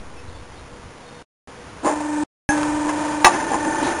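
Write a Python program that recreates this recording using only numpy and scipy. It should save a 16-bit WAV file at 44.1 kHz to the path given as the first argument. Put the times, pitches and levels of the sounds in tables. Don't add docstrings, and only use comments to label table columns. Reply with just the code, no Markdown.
import sys
import numpy as np
from scipy import signal
from scipy.fft import rfft, irfft
from scipy.io import wavfile

SR = 44100
rng = np.random.default_rng(int(sys.argv[2]) if len(sys.argv) > 2 else 0)


def to_wav(s):
    ch = np.atleast_2d(s).T
    pcm = np.round(np.clip(ch, -1, 1) * 32767)
    wavfile.write(sys.argv[1], SR, pcm.astype(np.int16))


def to_linear_factor(level_db):
    exponent = np.asarray(level_db, float) / 20
    return 10 ** exponent


N = 176400
T = np.arange(N) / SR
SAMPLE_HZ = 8000


def evened(x):
    return x / np.sqrt(np.mean(x ** 2) + 1e-20)


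def coloured(points):
    f, db = np.transpose(points)
    hz = np.fft.rfftfreq(N, 1 / SR)
    gain = to_linear_factor(np.interp(np.log(hz + 1), np.log(f), db)) * (hz < SAMPLE_HZ / 2)
    return evened(irfft(rfft(rng.standard_normal(N)) * gain, N))


def drift(hz):
    lowpass = signal.butter(2, hz, fs=SR, output="sos")
    return evened(signal.sosfilt(lowpass, rng.standard_normal(N + SR))[SR:])


def resonate(x, hz, width_hz):
    turn = np.exp(2j * np.pi * hz * np.arange(len(x)) / SR)
    r = np.exp(-np.pi * width_hz / SR)
    return 2 * (turn * signal.lfilter([1 - r], [1, -r], x / turn + 1e-18)).real


def twice_resonated(x, hz, width_hz):
    return evened(resonate(resonate(x, hz, width_hz), hz, width_hz))


def add(mix, s, sound):
    part = mix[round(s * SR):][:len(sound)]
    part += sound[:len(part)]


def air():
    # f/Hz, level/dB per Hz
    spectrum = [(12, -30.5), (20, -17.5), (71, -4.5), (306, -5.5), (327, -6.5), (487, -6.5), (679, -9),
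                (968, -8), (4000, -20), (5200, -57), (8800, -120)]
    # t/s, level/dB
    swell = [(0, -.5), (.5, -0.5), (1, 0), (1.2, 0), (1.5, 1), (1.8, 2.5), (4, 3.5)]
    # f/Hz, width/Hz, level/dB
    machinery = [(486, 6.6, -52), (935, 13, -58)]
    out = to_linear_factor(-42 + np.interp(T, *np.transpose(swell))) * coloured(spectrum)
    for hz, width_hz, db in machinery:
        out += to_linear_factor(db) * evened(resonate(rng.standard_normal(N), hz, width_hz))
    return out


def wind():
    # t/s, level/dB
    wind_level = [(0, -34), (.15, -47.5), (.3, -39.5), (.48, -47.5), (.7, -43.5), (.9, -49), (1.2, -60),
                  (1.8, -52), (2.1, -52.5), (2.23, -41), (2.55, -49), (2.7, -39), (3.1, -50), (4, -43.5)]
    wind_hz, gust_db = 55, 2
    lumps = resonate(resonate(rng.standard_normal(N), wind_hz, 90), wind_hz, 100)
    lumps = lumps * to_linear_factor(gust_db * drift(12))
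    return to_linear_factor(np.interp(T, *np.transpose(wind_level))) * evened(lumps)


def birds():
    # start t/s, length/s, from f/Hz, to f/Hz, level/dB
    chirps = [(.155, 0.069, 2380, 2640, -54.5), (.274, 0.038, 3990, 3650, -57),
              (.32, 0.063, 3640, 3450, -57), (.365, 0.048, 3480, 3600, -60),
              (0.525, 0.032, 3130, 3450, -60), (0.558, 0.045, 3500, 3850, -57),
              (.598, 0.041, 3800, 3650, -62), (0.79, .045, 3750, 3280, -69),
              (1.015, 0.044, 3700, 3830, -67), (1.055, 0.055, 3740, 3680, -56.5),
              (1.105, 0.11, 3770, 3590, -60), (3.818, 0.078, 3900, 3860, -43.5)]
    wobble_hz, bend = 45, .6
    out, wobble = np.zeros(N), drift(60)
    for s, length_s, from_hz, to_hz, db in chirps:
        u = np.arange(0, 1, 1 / (length_s * SR))
        hz = from_hz + (to_hz - from_hz) * u ** bend
        hz = hz + wobble_hz * wobble[round(s * SR):][:len(u)]
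        whistle = np.sin(2 * np.pi * np.cumsum(hz) / SR)
        add(out, s, to_linear_factor(db) * 2 * np.sqrt(np.sin(np.pi * u)) * whistle)
    return out


def shaft_orders(turns, load, hum_db, upper_db):
    orders = [12, 13, 23, 24, 25, 32, 35, 36, 37, 38, 39, 40, 42, 48, 58, 59, 60, 61, 62, 63, 70, 71, 72,
              73, 97]
    free_db = [-2, -10.5, -10, -19, -10.5, -17, -19, -5, -5, -16, -5.5, -12.5, -19.5, -16, -33, -19.5,
               -30.5, -15, -18, -30, -27, -15.5, -17.5, -25.5, -18]
    loaded_db = [-6.5, -14, -15.5, -11.5, -19.5, -11.5, -4.5, -2.5, -12, -20.5, -27, -25, -33, -23.5, -9,
                 -18, -17, -15.5, -51, -17, -18.5, -7.5, -15, -13.5, -22.5]
    waver_db, waver_hz, slack_turns = 1.1, 6, .04
    slide_bend, slide_lead = .085, .08
    running_free = np.clip(4 * (.6 - load), 0, 1)
    waver = [drift(waver_hz) for _ in range(4)]
    slack = slack_turns * (1 - load)
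    out = np.zeros(N)
    for k, free, loaded in zip(orders, free_db, loaded_db):
        off = k - 36
        slide = (slide_bend * off ** 2 + slide_lead * off + .5) % 1 - .5
        slide = running_free * slide * (abs(off) < 7)
        base_db, steadiness = (hum_db, .3) if k == 12 else (upper_db, 1)
        level_db = base_db + free + (loaded - free) * load + waver_db * waver[k % 4] * steadiness
        phase = k * turns - k * k / 144 + rng.uniform(0, .1)
        phase = phase + slack * waver[(k + 1) % 4] + slide
        out -= np.sqrt(2) * to_linear_factor(level_db) * np.cos(2 * np.pi * phase)
    return out


def pump_surges():
    # middle t/s, length/s, f/Hz, level/dB
    surges = [
        (3.342, 0.073, 312.5, -30),
        (3.425, 0.054, 302, -34.5),
        (3.487, .06, 330.4, -31.5),
        (3.551, 0.074, 285.4, -26),
        (3.666, 0.053, 294, -25),
        (3.73, 0.036, 338, -29.5),
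        (3.767, 0.028, 316, -29),
        (3.835, 0.093, 303.1, -27.5),
        (3.882, .05, 334, -31.5),
        (3.957, 0.042, 355, -32.5),
    ]
    rough, width_hz = .8, 90
    out = np.zeros(N)
    for middle_s, length_s, hz, db in surges:
        t = T[:round(1.5 * length_s * SR)]
        grit = twice_resonated(rng.standard_normal(len(t)), hz, width_hz)
        tone = np.sin(2 * np.pi * (hz * t + rng.random()))
        add(out, middle_s - t[-1] / 2, to_linear_factor(db) * 2 * np.hanning(len(t)) * (tone + rough * grit) / 1.5)
    return out


def oil_and_frame(turns, load):
    # f/Hz, level/dB per Hz
    oil = [(40, -28.5), (120, -13), (250, -9), (400, -10.5), (800, -5), (1150, -8), (2200, -16.5),
           (4000, -22.5)]
    # f/Hz, width/Hz, level/dB
    frame = [(307, 51, -1), (558, 46, 3), (908, 39, 6), (1537, 44, -4.5), (1837, 53, -2), (1972, 42, -40),
             (2340, 110, -15), (3190, 150, -18), (3900, 27, -15.5)]
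    rattle_db, throb, groan_db = -7, .2, -3
    white = rng.standard_normal(N)
    rattle = evened(sum(to_linear_factor(db) * evened(resonate(white, hz, w)) for hz, w, db in frame[1:]))
    rattle = rattle * (1 - throb * np.cos(2 * np.pi * turns))
    groan = twice_resonated(rng.standard_normal(N), 305, 140)
    return coloured(oil) + to_linear_factor(rattle_db) * rattle + to_linear_factor(groan_db) * load * groan


def motor():
    # t/s, main hum level/dB, upper orders level/dB, oil and frame noise level/dB, load 0-1
    course = [(1.83, -56, -49, -48.5, 0.03), (1.85, -28.5, -31, -34.5, 0.03), (1.87, -23.5, -30, -31, 0.06),
              (2.0, -26, -33.5, -36, 0.2), (2.24, -16, -31, -35.5, 0.5), (2.5, -18.5, -30, -29, 0.08),
              (2.8, -21.5, -30.5, -32, 0.02), (3.1, -25.5, -29, -30, 0.07), (3.24, -24, -32, -31, 0.2),
              (3.27, -32.5, -27, -25.5, 1), (3.47, -29, -30, -30.5, 0.89), (3.7, -27, -27.5, -31.5, 0.83),
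              (3.85, -59, -27, -26.5, 0.74), (4, -39, -29.5, -31.5, 1)]
    shaft_hz, start_s, spin_up_s, sag, throb_s = 24.95, 1.845, .008, .0012, 3.67
    s, *columns = np.transpose(course)
    hum_db, upper_db, noise_db, load = [np.interp(T, s, c) for c in columns]
    load = np.clip(load, 0, 1)
    speed = 1 - 0.16 * np.exp(-np.maximum(T - start_s, 0) / spin_up_s)
    speed = speed * (1 - sag * load)
    turns = np.cumsum(shaft_hz * speed) / SR
    turns = turns - turns[round(throb_s * SR)] + .5
    tones = shaft_orders(turns, load, hum_db, upper_db) + pump_surges()
    noise = to_linear_factor(noise_db + drift(20)) * oil_and_frame(turns, load)
    return (tones + noise) * (T > s[0])


def knock(level_db, rise_s, t60_s, tilt_db):
    # f/Hz, width/Hz, level/dB
    shake = [(311, 48, 2), (509, 59, -0.5), (613, 110, 9), (767, 110, 9), (930, 24, 5), (1035, 24, 9.5),
             (1660, 50, -1), (2058, 73, -4.5), (2585, 90, -11)]
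    crack_db, hiss_db = -16.5, -20.5
    t = np.arange(SR // 3) / SR
    shape = np.minimum(t / max(rise_s, 1e-4), 1) * to_linear_factor(-60 * np.maximum(t - rise_s, 0) / t60_s)
    grit = rng.standard_normal(len(t))
    body = np.zeros(len(t))
    for hz, w, db in shake:
        mode = evened(resonate(resonate(grit, hz, 2 * w), hz, 1.6 * w))
        body += to_linear_factor(db + tilt_db * np.log2(hz / 1000)) * mode
    crack = evened(resonate(grit, 1900, 2900)) * to_linear_factor(0.8 * tilt_db)
    crack = crack * (to_linear_factor(hiss_db) + to_linear_factor(crack_db - 60 * t / .03))
    return to_linear_factor(level_db) * shape * (evened(body) + crack)


def loose_steel():
    # t/s, level/dB, rise/s, t60/s, tilt/dB per octave
    knocks = [(1.83, -23, 0.0071, 0.16, -11), (1.846, -14.5, 0.0034, 0.36, -4),
              (1.861, -11, 0.0024, 0.081, -10), (1.874, -14.5, 0.0019, 0.18, -3.5),
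              (1.888, -24, .002, 0.19, -3.5), (1.898, -21, .004, 0.14, -1.5), (2.0, -27, 0.0039, 0.06, 4.5),
              (2.846, -21.5, 0.018, 0.12, -3), (2.887, -18.5, 0.0053, 0.072, 5.5),
              (2.958, -24, .01, 0.11, -11.5), (3.33, -22, .008, 0.14, 8.5), (3.393, -25, 0.0036, 0.17, 7.5),
              (3.511, -20, .01, .15, -3), (3.528, -17, 0.0089, 0.093, 0), (3.545, -18.5, 0.0061, .12, -4.5),
              (3.647, -19.5, .003, 0.046, 4), (3.665, -23, .003, 0.14, -14),
              (3.82, -36.5, 0.0062, 0.18, -3)]
    out = np.zeros(N)
    for s, *row in knocks:
        add(out, s, knock(*row))
    return out


def ring(modes, spread, tilt_db=0, twin_db=-7):
    t = np.arange(SR // 2) / SR
    out = np.zeros(len(t))
    for hz, db, t60_s in modes:
        for down_db in (0, twin_db):
            level_db = db + down_db + tilt_db * np.log2(max(hz / 1000, 1)) - 60 * t / t60_s
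            mode_hz = hz * (1 + spread * (2 * rng.random() - 1))
            out += to_linear_factor(level_db) * np.sin(2 * np.pi * (mode_hz * t + rng.random()))
    return out


def lever():
    # f/Hz, level/dB, t60/s
    lever_modes = [(582, -8.5, 0.78), (818, -2, 0.27), (1530, -13.5, 0.75), (1663, 0, 0.23),
                   (1630, -15, 0.23), (1793, -19, .3), (2370, -21, 0.11), (2620, -15.5, 0.23),
                   (3050, -26, .18)]
    tick_db, tick_t60_s = -19, .022
    out, t = np.zeros(N), np.arange(SR // 2) / SR
    add(out, 2.4906, to_linear_factor(-16) * ring(lever_modes, 0.0016, twin_db=-17))
    tick = twice_resonated(rng.standard_normal(len(t)), 1200, 2400)
    add(out, 2.631, to_linear_factor(tick_db - 60 * t / tick_t60_s) * tick)
    return out


def valve_clunk():
    # f/Hz, level/dB, t60/s
    valve_modes = [(247, -13.5, 0.24), (348, -9.5, 0.065), (628, -4.5, 0.06), (725, -2, 0.13),
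                   (804, -1, 0.093), (894, 1.5, 0.098), (946, -3.5, 0.11), (1095, -1.5, 0.08),
                   (1166, -1, 0.09), (1597, -5, 0.1), (1643, -6.5, .09), (1912, -1.5, 0.068),
                   (2608, 0, 0.057), (3810, -16.5, 0.1)]
    # t/s, level/dB, crack level/dB, tilt/dB per octave
    blows = [
        (3.241, -39, 9.5, 3),
        (3.2448, -7, 3.5, 4),
        (3.252, -13, -4.5, 0),
        (3.258, -13, -4, -8),
        (3.267, -10.5, -8.5, -13.5),
        (3.28, -22.5, -1, -4),
    ]
    crack_t60_s, spread, rise_s = .06, .012, .0003
    out, t = np.zeros(N), np.arange(SR // 2) / SR
    for s, level_db, crack_db, tilt_db in blows:
        crack = evened(resonate(rng.standard_normal(len(t)), 1900, 1200))
        crack = crack * to_linear_factor(crack_db - 60 * t / crack_t60_s)
        blow = ring(valve_modes, spread, tilt_db, -8.5) + crack
        add(out, s, to_linear_factor(level_db) * np.minimum(t / rise_s, 1) * blow)
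    return out


def scrape():
    # from t/s, top t/s, to t/s, level/dB, f/Hz
    drag = (3.77, 3.84, 3.93, -34, 2600)
    from_s, top_s, to_s, db, hz = drag
    swell = np.interp(T, [from_s, top_s, to_s], [0, 1, 0])
    return to_linear_factor(db + 2 * drift(40)) * swell * evened(resonate(rng.standard_normal(N), hz, 2000))


def scene():
    # delay/s, level/dB
    echoes = [
        (.006, -12.5),
        (.013, -24),
        (0.022, -30.5),
    ]
    steel = loose_steel() + lever() + valve_clunk() + scrape()
    for s, db in echoes:
        add(steel, s, to_linear_factor(db) * steel.copy())
    return (air() + wind() + birds() + motor() + steel)[None]


def band_limit(x):
    return signal.sosfilt(signal.butter(12, 11050, fs=SR, output="sos"), x)


def record(dry):
    # from t/s, to t/s, smear level/dB, smear width/Hz
    dropouts = [
        (1.226, 1.4738, -16, 1500),
        (2.2365, 2.4906, -30, 700),
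    ]
    offset, offset_s, overload = -0.015, 0.42, 1.04
    push_db, push_s, cut_s, smear_t60_s = -8, .0015, .002, 0.028
    slow = signal.resample(dry[0] + offset * np.exp(-T / offset_s), N * SAMPLE_HZ // SR)
    held = np.clip(slow, -overload, overload)[np.arange(N) * SAMPLE_HZ // SR]
    after = np.maximum(T - dropouts[1][1], 0)
    held = held + to_linear_factor(push_db) * (after > 0) * np.exp(-(after / push_s) ** 2)
    for a, b, smear_db, smear_hz in dropouts:
        gone = np.clip((T - a) / cut_s + .5, 0, 1) * (T < b)
        dull = evened(resonate(rng.standard_normal(N), 600, smear_hz))
        fade = to_linear_factor(smear_db - 60 * np.minimum(abs(T - a) / smear_t60_s, 3) ** 4)
        smear = np.std(held[(T > a - .05) & (T < a)]) * dull * fade
        held = gone * smear + (1 - gone) * held
    band_edge = signal.firwin(601, 10940, window=("kaiser", 9), fs=SR)
    edged = signal.oaconvolve(held, band_edge, "same")
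    mix = np.clip(edged, -1, 1)[None]
    return band_limit(mix)


dry = scene()
out = record(dry)
to_wav(out)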